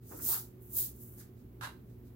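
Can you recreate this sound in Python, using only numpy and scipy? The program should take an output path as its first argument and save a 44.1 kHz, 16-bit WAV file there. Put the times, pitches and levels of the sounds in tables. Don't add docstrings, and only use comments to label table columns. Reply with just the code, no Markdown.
import sys
import numpy as np
from scipy import signal
from scipy.fft import rfft, irfft, next_fast_len
from scipy.io import wavfile
from scipy.ndimage import map_coordinates

SR = 44100
rng = np.random.default_rng(int(sys.argv[2]) if len(sys.argv) > 2 else 0)


def transcribe(signal):
    frames = np.atleast_2d(signal).T
    limited = np.clip(frames, -1, 1)
    pcm = np.round(limited * 32767).astype(np.int16)
    wavfile.write(sys.argv[1], SR, pcm)


def magnitude_from_level(level_db):
    exponent = np.asarray(level_db, float) / 20
    return 10 ** exponent


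N = 94815
T = np.arange(N) / SR


def unit(x):
    return x / np.sqrt(np.mean(x ** 2) + 1e-20)


def along(points, hz):
    f, v = np.transpose(points)
    return np.interp(np.log(hz + 1), np.log(f + 1), v)


def wobble(rate_hz):
    knots = rng.standard_normal(int(N * rate_hz / SR) + 4)
    return map_coordinates(knots, [T * rate_hz])


def filtered(x, response):
    m = next_fast_len(N + SR // 2)
    spectrum = rfft(x, m) * response(np.fft.rfftfreq(m, 1 / SR))
    return irfft(spectrum, m)[..., :N]


def resonance(f, hz, width):
    return 1j * f * width / (hz * hz - f * f + 1j * f * width)


# frequency in Hz, left-right likeness from 0 to 1.
LIKENESS = [(60, 0.96), (150, 0.96), (300, 0.84), (600, 0.34), (1200, 0.013)]


def stereo(pair, spectrum, pan):
    def turn(hz):
        return np.arccos(np.clip(along(LIKENESS, hz), -1, 1)) / 2

    def shared_and_opposed(hz):
        return magnitude_from_level(along(spectrum, hz)) * [np.cos(turn(hz)), np.sin(turn(hz))]

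    def lean(hz):
        return magnitude_from_level(np.outer([.5, -.5], along(pan, hz)))

    shared, opposed = filtered(pair, shared_and_opposed)
    out = filtered(np.array([shared + opposed, shared - opposed]), lean)
    return out / np.std(out.mean(0))


def grains(clump_hz, clump_db):
    size_db = 1.2 * rng.exponential(size=N)
    size_db += clump_db * np.clip(wobble(clump_hz), -2, 2)
    return magnitude_from_level(size_db) * rng.standard_normal((2, N))


# frequency in Hz, level in dB.
MAINS = [(59.5, -63), (119.5, -55.5), (240, -68), (362, -67)]
# frequency in Hz, density in dB per Hz.
AIR = [(15, -85), (25, -44), (43, -13.5), (119, -5.5), (145, -13.5), (243, -11), (334, -18.5), (369, -12.5),
       (700, -42.5), (910, -101), (1540, -120)]
# frequency in Hz, density in dB per Hz.
ROOM_HISS = [(330, -33), (560, -7.5), (1100, -14.5), (2000, -19.5), (5500, -29.5), (9500, -30),
             (11500, -20), (15700, -16)]
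# frequency in Hz, left over right in dB.
ROOM_PAN = [(60, -1), (200, -2.5), (500, -3.5), (2000, -2.5), (6000, -3), (15000, 0.5)]


def room_tone():
    tones = np.zeros(N)
    for hz, db in MAINS:
        level = np.sqrt(2) * magnitude_from_level(db + 3 * wobble(13))
        phase = .5 * wobble(5.8) + 9 * rng.random()
        tones += level * np.sin(2 * np.pi * hz * T + phase)
    air_db = -54.5 + 0.4 * wobble(4.66)
    air = magnitude_from_level(air_db) * stereo(rng.standard_normal((2, N)), AIR, ROOM_PAN)
    hiss_db = -69 + .8 * wobble(6)
    hiss = magnitude_from_level(hiss_db) * stereo(rng.standard_normal((2, N)), ROOM_HISS, ROOM_PAN)
    return tones * magnitude_from_level([[-.4], [.4]]) + air + hiss


# frequency in Hz, decay time t60 in seconds.
WALLS = [(300, 0.24), (1500, 0.23), (5000, 0.23), (14000, 0.17)]


def walls(x):
    hz, t, z = signal.stft(rng.standard_normal((2, SR // 3)), SR, nperseg=256)
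    decay = magnitude_from_level(-60 * t / along(WALLS, hz)[:, None])
    tail = signal.istft(z * decay, SR, nperseg=256)[1]
    return signal.fftconvolve(x, tail / np.linalg.norm(tail[0]), axes=1)[:, :N]


# peak time in seconds, level in dB, rise in seconds, fall in seconds, pitch in Hz.
SCUFFS = [(0.119, -53.5, 0.0056, 0.033, 840), (.122, -57.5, .012, 0.045, 1230),
          (0.134, -49, 0.024, 0.054, 348), (0.198, -55.5, 0.011, 0.03, 1330),
          (0.212, -51.5, 0.026, 0.087, 260), (0.296, -51, 0.022, 0.067, 870), (.31, -57, .04, 0.063, 390),
          (.345, -48, 0.034, 0.033, 1264), (.79, -72, 0.082, .07, 940), (1.215, -65.5, 0.024, 0.038, 1550),
          (1.1, -81.5, 0.1, 0.34, 1090), (1.7, -63, 0.088, 0.044, 320)]


def scuffs():
    q, pan = 1.92, [(200, -0.028), (800, -2.5)]
    out = np.zeros((2, N))
    for at, db, rise, fall, hz in SCUFFS:
        distance = np.where(T < at, (at - T) / rise, (T - at) / fall)
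        shape = magnitude_from_level(db - 9.1 * distance ** 1.09)
        rub = stereo(grains(clump_hz=122.6, clump_db=0.5), [(100, 0)], pan)
        ringing = filtered(rub, lambda f: resonance(f, hz, hz / q) ** 2)
        out += shape * unit(ringing)
    return out


# time in seconds, force in dB.
STROKE = [
    (1.612, -49),
    (1.622, -46.5),
    (1.635, -44.5),
    (1.651, -42),
    (1.67, -49),
    (1.701, -56.5),
]
# time in seconds, extra force in dB.
CATCHES = [
    (1.611, 7),
    (1.637, 6),
    (1.647, 3),
    (1.673, 4),
]
# frequency in Hz, width in Hz, level in dB (all ring equally here).
BOARD = [(900, 65, 0), (1050, 21, -2), (1424, 64, -1), (1600, 120, -1), (2820, 110, -10), (3850, 200, -10),
         (4010, 67, -11), (6400, 27, -17)]
# frequency in Hz, density in dB per Hz.
RUBBER = [(350, -34), (600, -10), (1000, -1), (1700, -4.5), (2100, -11.5), (4200, -14.5), (6000, -20),
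          (14000, -17.5), (15500, -30)]
# frequency in Hz, left over right in dB.
RUBBER_PAN = [(300, -1), (1300, -3.5), (4400, -3.5), (8000, -4), (15000, -1)]


def eraser():
    grip_s, catch_s = 1.6105, 0.0023
    s, force_db = np.transpose(STROKE)
    catch_db = sum(db * np.exp(-((T - at) / catch_s) ** 2) for at, db in CATCHES)
    release_db = 233 * np.maximum(T - s[-1], 0)
    force = (T > grip_s) * magnitude_from_level(np.interp(T, s, force_db) + catch_db - release_db)
    rub = stereo(grains(clump_hz=260, clump_db=1.2), RUBBER, RUBBER_PAN)

    def board(f):
        return 0.62 + sum(0.66 * resonance(f, hz, width) for hz, width, _ in BOARD)

    return force * unit(filtered(rub, board)) * 1.275


# time in seconds, friction level in dB, weight of the hand in dB, contact area in dB.
PALM = [(0, -81, -10, 8), (.094, -55.5, -7, -11), (.194, -52, -9.5, -9), (.238, -38, -9, -12),
        (.298, -27.5, -15.5, -2), (.35, -32.5, -14, 1), (.4, -44, -10.5, -1), (.572, -93, -6, -8),
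        (.628, -59.5, -22, -12), (0.687, -61.5, -12.5, -12), (.768, -32.5, -17.5, -5),
        (.788, -29, -18.5, 0), (0.862, -42, -11, -4.5), (0.945, -66.5, -9, -5),
        (1.024, -53.5, -14.5, -10.5), (1.155, -63, -16, -11), (1.2, -55, -5, -3.5), (1.3, -84, -1.5, 2)]
# time in seconds, level in dB, half length in seconds.
RUBS = [
    (1.398, -80, 0.037),
    (1.912, -81.5, 0.044),
    (2.074, -78.5, 0.03),
]
# frequency in Hz, density in dB per Hz.
SKIN = [(5600, -42), (6300, -21), (8000, -15), (10200, -11), (11500, -2), (13000, -4.5), (15100, 0),
        (15800, -3)]
# frequency in Hz, density in dB per Hz.
RASP = [(4300, -21), (4900, -9.5), (6500, -1.5), (8000, -0.5), (11000, -6)]
# frequency in Hz, density in dB per Hz.
DRAG = [(1100, -24), (1700, -9.5), (2450, -17), (2900, -8.5), (3800, -1.5), (5000, -1), (6500, -10)]
# frequency in Hz, left over right in dB.
SKIN_PAN = [(2000, -3), (4000, -2.5), (6500, -7), (8800, 2), (10300, -2), (11800, 3), (13500, -1),
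            (15000, -3.5)]


def palm():
    s, level_db, weight_db, area_db = np.transpose(PALM)
    level = magnitude_from_level(np.interp(T, s, level_db, right=-120) + .8 * wobble(40.6))
    for at, db, half in RUBS:
        level = level + magnitude_from_level(db - 8 * ((T - at) / half) ** 2)
    hiss = magnitude_from_level(1) * stereo(grains(clump_hz=647, clump_db=3), SKIN, SKIN_PAN)
    rasp = stereo(grains(clump_hz=387, clump_db=-0.2), RASP, SKIN_PAN)
    drag = stereo(grains(clump_hz=300, clump_db=0.5), DRAG, SKIN_PAN)
    weight = magnitude_from_level(np.interp(T, s, weight_db))
    area = magnitude_from_level(np.interp(T, s, area_db) - 3.5)
    return level * (hiss + weight * (rasp + area * drag))


def scene():
    near = palm() + scuffs() + eraser()
    return near + magnitude_from_level(-10) * walls(near) + room_tone()


def top_cut(x):
    return signal.sosfilt(signal.butter(12, 16570, fs=SR, output="sos"), x)


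def record(dry):
    fade_in_s, top_hz = .04, 15830
    faded = dry * np.clip(.25 + T / fade_in_s, 0, 1)
    mix = filtered(faded, lambda hz: hz < top_hz)
    return top_cut(mix)


dry = scene()
out = record(dry)
transcribe(out)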